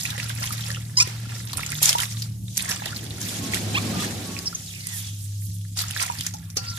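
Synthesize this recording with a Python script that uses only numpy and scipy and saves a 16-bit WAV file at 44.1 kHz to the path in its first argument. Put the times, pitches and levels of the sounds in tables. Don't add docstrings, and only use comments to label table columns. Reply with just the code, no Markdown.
import sys
import numpy as np
from scipy import signal
from scipy.fft import rfft, irfft, next_fast_len
from scipy.io import wavfile
from scipy.ndimage import uniform_filter1d, map_coordinates

SR = 44100
rng = np.random.default_rng(int(sys.argv[2]) if len(sys.argv) > 2 else 0)


def materialize(psi):
    bounded = np.clip(np.atleast_2d(psi).T, -1, 1)
    quanta = np.round(bounded * 32767).astype(np.int16)
    wavfile.write(sys.argv[1], SR, quanta)


N = 298998
TOP_HZ = 14400

# time_s, engine_rumble_db, vehicle_db
TRAFFIC = [(0, -38.5, -58), (1.7, -41, -51), (2.45, -37.5, -59), (2.9, -41, -45.5), (3.5, -39, -35),
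           (3.95, -39, -30), (4.3, -43, -36), (4.6, -46.5, -52), (5.3, -44.5, -68), (6.78, -40.5, -65)]


def amp(db):
    return 10 ** (np.asarray(db) / 20)


def unit(x):
    return x / np.sqrt(np.mean(x ** 2) + 1e-20)


def along(points, hz):
    pitches, values = np.transpose(points)
    return np.interp(np.log(hz + 1), np.log(pitches + 1), values)


def curves(rows):
    times, *columns = np.transpose(rows)
    return [np.interp(np.arange(N) / SR, times, column) for column in columns]


def wobble(rate, size=N):
    at = np.arange(0, size + 8, 8)
    points = rng.standard_normal(int(size * rate / SR) + 4)
    return np.interp(np.arange(size), at, map_coordinates(points, [at * rate / SR]))


def filtered(x, response):
    size = next_fast_len(N + SR // 4)
    return irfft(rfft(x, size) * response(np.fft.rfftfreq(size, 1 / SR)), size)[..., :N]


def rush(spectrum, patchy_db):
    # pitch_hz, likeness (1 = the same)
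    alike = [(60, 0.94), (200, 0.91), (350, 0.83), (620, 0.44), (1400, 0.11)]
    grid = signal.stft(rng.standard_normal((2, N)), nperseg=256)[2]
    patches = uniform_filter1d(uniform_filter1d(rng.standard_normal(grid.shape[1:]), 6, 0), 6, 1)
    pair = signal.istft(grid * amp(patchy_db * unit(patches)), nperseg=256)[1][:, :N]
    angle = lambda hz: np.arccos(along(alike, hz)) / 2
    colour = lambda hz: amp(along(spectrum, hz)) * [np.cos(angle(hz)), np.sin(angle(hz))]
    mid, side = filtered(pair, colour)
    return unit(np.array([mid + side, mid - side]))


def engine():
    # time_s, pitch_hz, level_db
    drone = [(0, 114, -46.5), (.22, 114.2, -32.5), (1.45, 114, -35), (1.7, 113, -42.5),
             (1.95, 112.5, -40.5), (2.17, 112.5, -32), (2.45, 112, -35), (2.68, 110, -44), (3.04, 109, -37),
             (3.4, 106.5, -39.5), (3.7, 105.3, -30), (4.05, 104, -36.5), (4.55, 102, -44.5),
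             (4.9, 102.5, -38), (5.5, 101.7, -29), (6.1, 102, -41.5), (6.78, 103, -39)]
    # multiple of the firing rate, level_db relative to the rumble
    overtones = [(2, -1), (2.5, -13), (4, -1.5), (5, 0)]
    # pitch_hz, level_db
    rumble = [(15, -64), (25, -25), (43, -29), (77, -7.5), (108, -4.5), (190, -14), (320, -27.5),
              (420, -46), (550, -95), (920, -120)]
    pipe_hz, pipe_db_per_octave = 166, 42.5
    drone_hz, drone_db = curves(drone)
    rumble_db, _ = curves(TRAFFIC)
    firing_hz = drone_hz / 3
    phase = 2 * np.pi * np.cumsum(firing_hz) / SR
    tone = np.sqrt(2) * amp(drone_db + 0.81 * wobble(16)) * np.sin(3 * phase + 0.11 * wobble(8.9))
    for multiple, db in overtones:
        pipe_db = -pipe_db_per_octave * np.abs(np.log2(multiple * firing_hz / pipe_hz))
        gain = amp(rumble_db + db + np.maximum(pipe_db, -14) + 4.2 * wobble(3.96))
        tone += gain * np.sin(multiple * phase + 1.3 * wobble(8))
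    return tone + amp(rumble_db) * rush(rumble, patchy_db=2.5)


def passing_vehicle():
    # pitch_hz, level_db
    road = [(76, -45), (130, -8), (200, -0.5), (548, -16), (728, -16), (879, -20.5), (1060, -27.5),
            (1600, -27), (2080, -72), (3520, -120)]
    _, vehicle_db = curves(TRAFFIC)
    return amp(vehicle_db) * rush(road, patchy_db=1.0)


def gear_whines():
    # start_s, end_s, pitch_hz, level_db
    whines = [(3.4, 3.56, 1080, -47), (3.87, 3.95, 1090, -44), (3.93, 4.035, 1210, -39),
              (4.25, 4.47, 1120, -49)]
    out = np.zeros((2, N))
    for start, end, hz, db in whines:
        t = np.arange(round((end - start) * SR)) / SR
        fade = np.clip(np.minimum(t, end - start - t) / 0.0052, 0, 1)
        for side in out:
            gain = fade * amp(db + 3 * wobble(25, len(t)))
            tone = np.sin(2 * np.pi * hz * t + 1.3 * wobble(40, len(t)))
            side[round(start * SR):][:len(t)] += gain * tone
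    return out


def grass_rustles():
    # start_s, length_s, level_db
    rustles = [(4.89, 0.16, -36), (5.18, 0.11, -44), (5.37, 0.14, -42.5), (5.526, 0.05, -44.5)]
    # pitch_hz, level_db
    blades = [(4000, -32), (7000, -4), (10000, -2.5), (14300, -8.5)]
    gain = np.full(N, amp(-54.5))
    for start, length, db in rustles:
        swell = np.hanning(round(length * SR))
        gain[round(start * SR):][:len(swell)] += amp(db) * swell
    return gain * amp(1.2 * wobble(60)) * rush(blades, patchy_db=-2.5)


def grass_whistles():
    # start_s, length_s, first_hz, middle_hz, last_hz, level_db, width_hz
    whistles = [(4.457, 0.028, 5480, 5320, 5040, -21.5, 250), (4.548, 0.011, 5960, 6200, 6400, -23, 150),
                (4.65, 0.16, 5530, 2900, 2176, -43.5, 400), (4.676, 0.023, 3900, 3850, 3900, -44, 120),
                (4.815, 0.18, 2200, 1930, 1840, -41, 129), (4.899, .28, 3550, 3305, 3496, -44, 800),
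                (6.662, 0.076, 4300, 5080, 4000, -32, 550), (6.745, 0.036, 3300, 3800, 4250, -52, 300)]
    out = np.zeros(N + SR)
    for start, length, first_hz, middle_hz, last_hz, db, width_hz in whistles:
        u = np.linspace(-1, 1, round(length * SR))
        hz = middle_hz * (first_hz / middle_hz) ** (u * (u - 1) / 2)
        hz *= (last_hz / middle_hz) ** (u * (u + 1) / 2)
        wander = np.sqrt(2 * np.pi * width_hz / SR) * rng.standard_normal(len(u))
        phase = np.cumsum(2 * np.pi * hz / SR + uniform_filter1d(wander, size=24))
        level_db = db - 10 * np.abs(u) ** 3.4 + 3 * wobble(127, len(u))
        tone = np.sin(phase) + amp(-27) * np.sin(2 * phase)
        out[round(start * SR):][:len(u)] += amp(level_db) * tone
    return out[:N]


def skin_squeaks():
    # start_s, length_s, first_hz, last_hz, grip (share of the length before
    # the pitch climbs), level_db, colour_shift_octaves
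    squeaks = [(0.967, 0.041, 1011, 1090, 0.3, -16.5, -0.034),
               (0.995, 0.038, 1159, 1420, 0.039, -13.5, -0.048),
               (3.741, .048, 777, 1208, 0.086, -22, -1.04)]
    # pitch_hz, level_db
    skin = [(700, -39), (1050, -14.5), (2000, -16), (2400, 4), (3000, -15), (3900, -13.5), (5100, 4),
            (6200, 0.5), (7500, -8), (11000, -20), (15000, -47)]
    rise_s, fall_s, growth_db, flicker_db = 0.0057, 0.0035, 2.5, 3
    hollow_hz, width_hz, hollow_db = 1012, 12, 7.5
    multiples = np.arange(1, 13)[:, None]
    out = np.zeros(N)
    for start, length, first_hz, last_hz, grip, db, shift in squeaks:
        size = round(length * SR)
        progress = np.linspace(0, 1, size)
        climb = np.clip((progress - grip) / (1 - grip), 0, 1)
        hz = first_hz * (last_hz / first_hz) ** np.sin(climb * np.pi / 2) ** 1.5
        rough = np.linspace(0.14, 0.55, size)
        phase = 2 * np.pi * np.cumsum(hz * (1 + 0.048 * rough * wobble(430, size))) / SR
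        flicker = np.array([wobble(182, size) for _ in multiples])
        colour = amp(along(skin, multiples * hz / 2 ** shift) + flicker_db * flicker)
        overtones = np.sin(multiples * phase + 6 * rng.random(multiples.shape))
        tone = unit(np.sum(colour * (multiples * hz < TOP_HZ) * overtones, 0))
        fade = np.clip(length * np.minimum(progress / rise_s, (1 - progress) / fall_s), 0, 1) ** 2
        gain = fade * amp(db + growth_db * progress + 2.2 * wobble(180, size))
        rasp = 1 - rough + 1.2 * rough * uniform_filter1d(rng.standard_normal(size), size=9)
        out[round(start * SR):][:size] += gain * tone * rasp
    hollow = lambda hz: 1j * hz * width_hz / (hollow_hz ** 2 - hz ** 2 + 1j * hz * width_hz)
    return out + amp(hollow_db) * filtered(out, hollow)


def rim_knock():
    # pitch_hz, level_db, ring_s (time to fall by 60 dB)
    basin_tones = [(513, -13.5, 0.34), (790, -11, 0.28), (1150, -16, 0.63), (1370, -7.5, 0.99),
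                   (1480, -12, .8), (1631, -22, 1.7), (2720, -12, 0.34), (1870, -20, 0.46),
                   (1010, -19, 0.78)]
    knock_s, knock_db = 6.568, -26
    low_hz, high_hz, clink_s = 4350, 7460, 0.14
    at = round(knock_s * SR)
    t = np.arange(N - at) / SR
    ring = np.zeros(len(t))
    for hz, db, ring_s in basin_tones:
        swell = 1 - np.exp(-t / (0.08 * ring_s ** 2))
        decay = amp(db - 60 * t / ring_s + 1.7 * wobble(62, len(t)))
        waver = (hz / 2600) ** 2 * wobble(157, len(t))
        ring += swell * decay * np.sin(2 * np.pi * hz * t + waver)
    place, softness, phase = rng.random((40, 3)).T[:, :, None]
    clink_hz = low_hz + (high_hz - low_hz) * place ** 2
    clink_db = -12 * softness - 60 * t * clink_hz / (low_hz * clink_s)
    clink = np.sum(amp(clink_db) * np.sin(2 * np.pi * (clink_hz * t + phase)), 0)
    bump = amp(-5 - 60 * t / 0.021) * np.sin(2 * np.pi * 430 * t)
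    return np.pad(amp(knock_db) * (bump + amp(-8) * clink + amp(-5.5) * ring), (at, 0))


def bubbles(start_s, gain, hz, cycles, rise, size):
    turns = hz[:, None] * np.arange(size) / SR
    age = turns / cycles[:, None]
    tone = np.sin(2 * np.pi * turns * (1 + rise * np.minimum(age, 2)))
    envelope = gain[:, None] * np.exp(-3 * age) * (1 - np.exp(-turns * 1.8))
    at = (start_s * SR).astype(int)[:, None] + np.arange(size)
    return np.bincount(at.ravel(), (envelope * tone).ravel(), N + size)[:N]


def swarm(count, centre_hz, octaves, cycles, spread_db, tilt, size):
    when, strength = rng.random((count, 2)).T
    pitch_spread, life_spread = rng.standard_normal((count, 2)).T
    hz = np.clip(centre_hz * 2 ** (octaves * pitch_spread), 500, 14000)
    level_db = spread_db * np.minimum(-np.log(1 - strength), 3)
    crowding = np.cumsum(amp(4.5 * wobble(14)))
    start_s = np.interp(when, crowding / crowding[-1], np.arange(N) / SR)
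    life = cycles * 2 ** (0.5 * life_spread)
    gain = amp(level_db) * hz ** tilt / np.sqrt(life)
    return unit(bubbles(start_s, gain, hz, life, rise=0.087, size=size))


def plops():
    # start_s, level_db, pitch_hz, life_cycles
    single_bubbles = [(.13, -21, 1450, 5), (.179, -22.5, 1800, 6.8), (.301, -15, 1440, 3.4),
                      (.412, -27, 593, 3.9), (.423, -21, 1320, 6.6), (.436, -19, 2060, 8),
                      (0.439, -25.5, 1000, 9), (0.4755, -15.5, 3150, 7), (.506, -22, 1233, 13),
                      (0.5804, -20, 3860, 7.5), (0.6386, -20.5, 3200, 9.1), (0.664, -19, 4950, 9),
                      (.675, -26, 2780, 8), (.703, -21.5, 1730, 9.4), (0.7473, -22.5, 2700, 10),
                      (.76, -21, 2920, 8), (0.77, -26, 1290, 6), (1.073, -19, 406, 2.5),
                      (1.533, -25, 1050, 10), (1.594, -14, 1190, 2.8), (1.634, -16, 2390, 4.1),
                      (1.691, -29, 1330, 9.8), (1.72, -20.5, 2300, 7.5), (1.731, -21, 1960, 8.8),
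                      (1.818, -16.5, 715, 2.2), (1.952, -14, 890, 13), (1.99, -21, 920, 7),
                      (1.994, -18, 1410, 7.6), (2.033, -18.5, 1970, 8.5), (2.17, -24, 3850, 8),
                      (2.481, -30, 3700, 15), (2.593, -21.5, 3120, 12), (2.695, -21.5, 1650, 6.2),
                      (2.715, -19, 1380, 4.5), (2.82, -20.5, 810, 4.4), (2.861, -23.5, 740, 6.2),
                      (2.872, -26, 3520, 16), (2.93, -26, 1440, 9.6), (2.9911, -25, 3100, 8.7),
                      (3.107, -16, 3750, 4.8), (3.536, -12, 2190, 9.9), (3.555, -23, 1425, 7.7),
                      (4.023, -21.5, 1050, 7.4), (4.366, -23, 2430, 9.1), (4.528, -27, 1300, 8.1),
                      (5.838, -23.5, 1250, 6.1), (5.964, -16, 1580, 6.9), (6.013, -22.5, 1030, 10),
                      (6.035, -16.5, 1320, 4), (6.099, -15.5, 900, 8.6), (6.341, -31.5, 825, 21)]
    start_s, db, hz, cycles = np.transpose(single_bubbles)
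    return bubbles(start_s, amp(db), hz, cycles, rise=0.052, size=3072)


def splats():
    # time_s, level_db, pitch_hz
    hits = [(0.103, -19.5, 3520), (.179, -26, 2800), (.2936, -26, 3180), (.406, -29, 6750),
            (0.424, -25, 2490), (0.523, -26, 10800), (0.703, -29.5, 4000), (1.074, -31, 2000),
            (1.5318, -21.5, 3970), (1.571, -17.5, 8950), (1.6035, -26, 3730), (1.663, -23.5, 7000),
            (1.718, -27, 7200), (1.828, -8.5, 11300), (1.842, -16, 6840), (1.8558, -8, 6900),
            (1.8913, -8.5, 5400), (1.928, -16.5, 3200), (1.9835, -19.5, 3060), (2.001, -17, 2900),
            (2.0325, -22, 2600), (2.221, -21, 4620), (2.5702, -16, 6500), (2.5749, -17, 11200),
            (2.622, -23, 9100), (2.647, -28, 7190), (2.6913, -20.5, 7600), (2.696, -21, 10800),
            (2.7098, -13.5, 5800), (2.8567, -23.5, 3600), (3.215, -25.5, 6800), (3.2865, -24.5, 3470),
            (3.536, -29, 2500), (3.544, -16.5, 3470), (4.3882, -27.5, 4740), (4.869, -25.5, 9500),
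            (5.776, -22, 7200), (5.788, -16.5, 4670), (5.9078, -26, 2850), (6.003, -23.5, 4930),
            (6.015, -25, 4740), (6.0615, -23.5, 6500), (6.186, -26, 4400), (6.2081, -21, 3400),
            (6.265, -18.5, 6560), (6.338, -26.5, 5900), (6.501, -32.5, 5800), (6.569, -16.5, 5900)]
    # pitch_hz, level_db
    spray = [(500, -16.5), (1200, -14.5), (2500, -5), (5000, 1.5), (9000, -0.5), (14300, -7)]
    size, lead = 4096, 512
    t, hz = (np.arange(size) - lead) / SR, np.fft.rfftfreq(size, 1 / SR)
    after = np.maximum(t, 0)
    swell = amp(-21 + 60 * t / 0.034)
    attack = 1 - 0.98 * np.exp(-after / 0.00064)
    smack, trail = amp(-60 * after / 0.026), amp(-18 - 60 * after / 0.19)
    envelope = np.where(t < 0, swell, attack * (smack + trail))
    out = np.zeros((2, N + SR))
    for time_s, db, pitch_hz in hits:
        peak = 0.49 + 1.87 / (1 + ((hz - pitch_hz) / (0.12 * pitch_hz)) ** 2)
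        noise = unit(irfft(rfft(rng.standard_normal((2, size))) * amp(along(spray, hz)) * peak))
        lumps = amp(3.7 * np.repeat(rng.standard_normal(size // 32), 32))
        out[:, round(time_s * SR):][:, :size] += amp(db) * envelope * lumps * noise
    return out[:, lead:N + lead]


def water_gains():
    # time_s, fizz_db, slosh_db
    stirring = [(0, -31.5, -41), (.12, -39.5, -40.5), (.172, -45.5, -45.5), (.28, -38, -40),
                (.72, -39, -42.5), (.84, -48, -55.5), (1.3, -46.5, -45.5), (1.42, -42, -52),
                (1.6, -48, -40), (1.79, -37.5, -46), (2.2, -39, -49.5), (2.3, -51.5, -54.5),
                (2.42, -54.5, -72), (2.55, -40.5, -84), (2.635, -39, -39), (2.68, -39, -37),
                (3.15, -43, -45.5), (3.45, -36.5, -39.5), (4.0, -36.5, -36), (4.4, -40, -44),
                (4.75, -40.5, -59.5), (5.2, -44.5, -61.5), (5.74, -49.5, -78), (5.85, -41.5, -38.5),
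                (6.3, -41, -48), (6.38, -53.5, -55.5), (6.55, -66.5, -62), (6.63, -49.5, -49),
                (6.78, -35, -47.5)]
    # start_s, length_s, fizz_db, slosh_db
    splashes = [(0.192, 0.054, -39, -40.5), (0.412, 0.057, -37.5, -40), (1.029, 0.12, -46.5, -41),
                (1.713, 0.019, -41, -36.5), (1.829, 0.072, -21.5, -28), (1.93, 0.1, -34, -37.5),
                (2.563, 0.088, -39.5, -48.5), (3.211, 0.18, -36, -44.5), (3.522, 0.06, -33.5, -36.5),
                (3.998, 0.055, -33.5, -34), (4.893, 0.2, -38, -48.5), (5.773, 0.046, -30.5, -37),
                (6.006, 0.031, -34, -35), (6.569, 0.014, -41, -41)]
    rise_s, fall_db_per_s = 0.016, 516
    t = np.arange(N) / SR
    power = amp(curves(stirring)) ** 2
    for start, length, *levels_db in splashes:
        span = slice(round((start - rise_s) * SR), round((start + length + 0.2) * SR))
        rise = np.clip((t[span] - start) / rise_s + 1, 0, 1)
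        fall_db = fall_db_per_s * np.maximum(t[span] - start - length, 0)
        power[:, span] += (rise * amp(np.subtract.outer(levels_db, fall_db))) ** 2
    return np.sqrt(power)


def stirred_water():
    # time_s, level_db
    dripping = [(0, -3), (.8, -3.5), (1.2, -9), (1.5, 1), (1.81, -3), (1.83, -19), (1.92, -2.5), (1.95, -4),
                (2.26, -6), (2.32, -15), (2.55, -17), (2.6, -2), (3.05, -4), (3.4, -12.5), (5.7, -11),
                (5.8, -3), (6.78, -4)]
    # pitch_hz, level_db
    fizz_colour = [(1300, -51), (1900, -22.5), (3300, -3), (4600, -2.5), (6800, 1.5), (9800, -6),
                   (14300, -14)]
    # pitch_hz, level_db
    slosh_colour = [(260, -33), (450, -21.5), (802, -4), (900, -7), (1150, -8), (1770, -3), (2020, -3.5),
                    (4500, -3.5), (5850, -6.5), (9900, -120)]
    fizz, slosh = water_gains()
    drops = amp(curves(dripping)[0])
    surge = wobble(35) * drops ** 1.56
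    fizz *= amp(3.5 * surge + 1.06 * wobble(110))
    slosh *= amp(4.1 * surge + 0.54 * wobble(30))
    wash = fizz * rush(fizz_colour, patchy_db=2.0) + slosh * rush(slosh_colour, patchy_db=1.8)
    crackle = swarm(count=3200, centre_hz=6050, octaves=0.69, cycles=4.7, spread_db=5.5, tilt=0.21,
                    size=128)
    gurgle = swarm(count=2000, centre_hz=1700, octaves=0.897, cycles=7.7, spread_db=5.0, tilt=0.63,
                   size=560)
    return amp(-2.5 * drops) * wash, drops * (amp(-0.7) * fizz * crackle + amp(-2.5) * slosh * gurgle)


def basin_echoes(inside, above):
    spot_lags = [.55, .85, 1, 1.1, 1.3]
    # pitch_hz, phase_radians
    extra_phase = [(250, 0.39), (600, 1), (1150, 0.57), (2000, -1.56), (3000, -0.021)]
    lag_s, left = 11 / SR, np.array([[1], [0]])
    t = np.arange(4096) / SR
    decay = amp(-60 * t / 0.026) + amp(-20 - 60 * t / 0.36)
    out = filtered(above, lambda hz: np.exp(-2j * np.pi * hz * lag_s * left))
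    step = 1500
    weights = rng.standard_normal((len(spot_lags), N // step + 1)) ** 4
    for lag, share in zip(spot_lags, weights / weights.sum(0)):
        share = np.interp(np.arange(N) / step, np.arange(len(share)), share)
        tail = rng.standard_normal((2, len(t))) * decay
        tail /= np.linalg.norm(tail, axis=1)[:, None]
        source = (inside + amp(-8) * above) * np.sqrt(share)
        echo = signal.oaconvolve(source[None], tail, axes=1)[:, :N]
        phase = lambda hz: along(extra_phase, hz) + 2 * np.pi * hz * lag * lag_s
        direct = filtered(inside * share, lambda hz: np.exp(-1j * phase(hz) * left))
        out += amp(2) * (direct + echo)
    return out


def scene():
    wash, drops = stirred_water()
    traffic = engine() + passing_vehicle() + gear_whines()
    scrubbing = wash + grass_rustles() + splats()
    close = basin_echoes(inside=drops + plops() + rim_knock(), above=skin_squeaks() + grass_whistles())
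    return traffic + scrubbing + close


def record(dry):
    # pitch_hz, left_minus_right_db
    balance = [(700, 0), (1300, -3), (2400, -4.5), (4400, 0), (6600, 2.5), (8100, -1.5), (10000, -11.5),
               (14500, -14)]
    sides = np.array([[0.5], [-0.5]])
    return filtered(dry, lambda hz: amp(along(balance, hz) * sides) / (1 + (hz / TOP_HZ) ** 120))


dry = scene()
out = record(dry)
materialize(out)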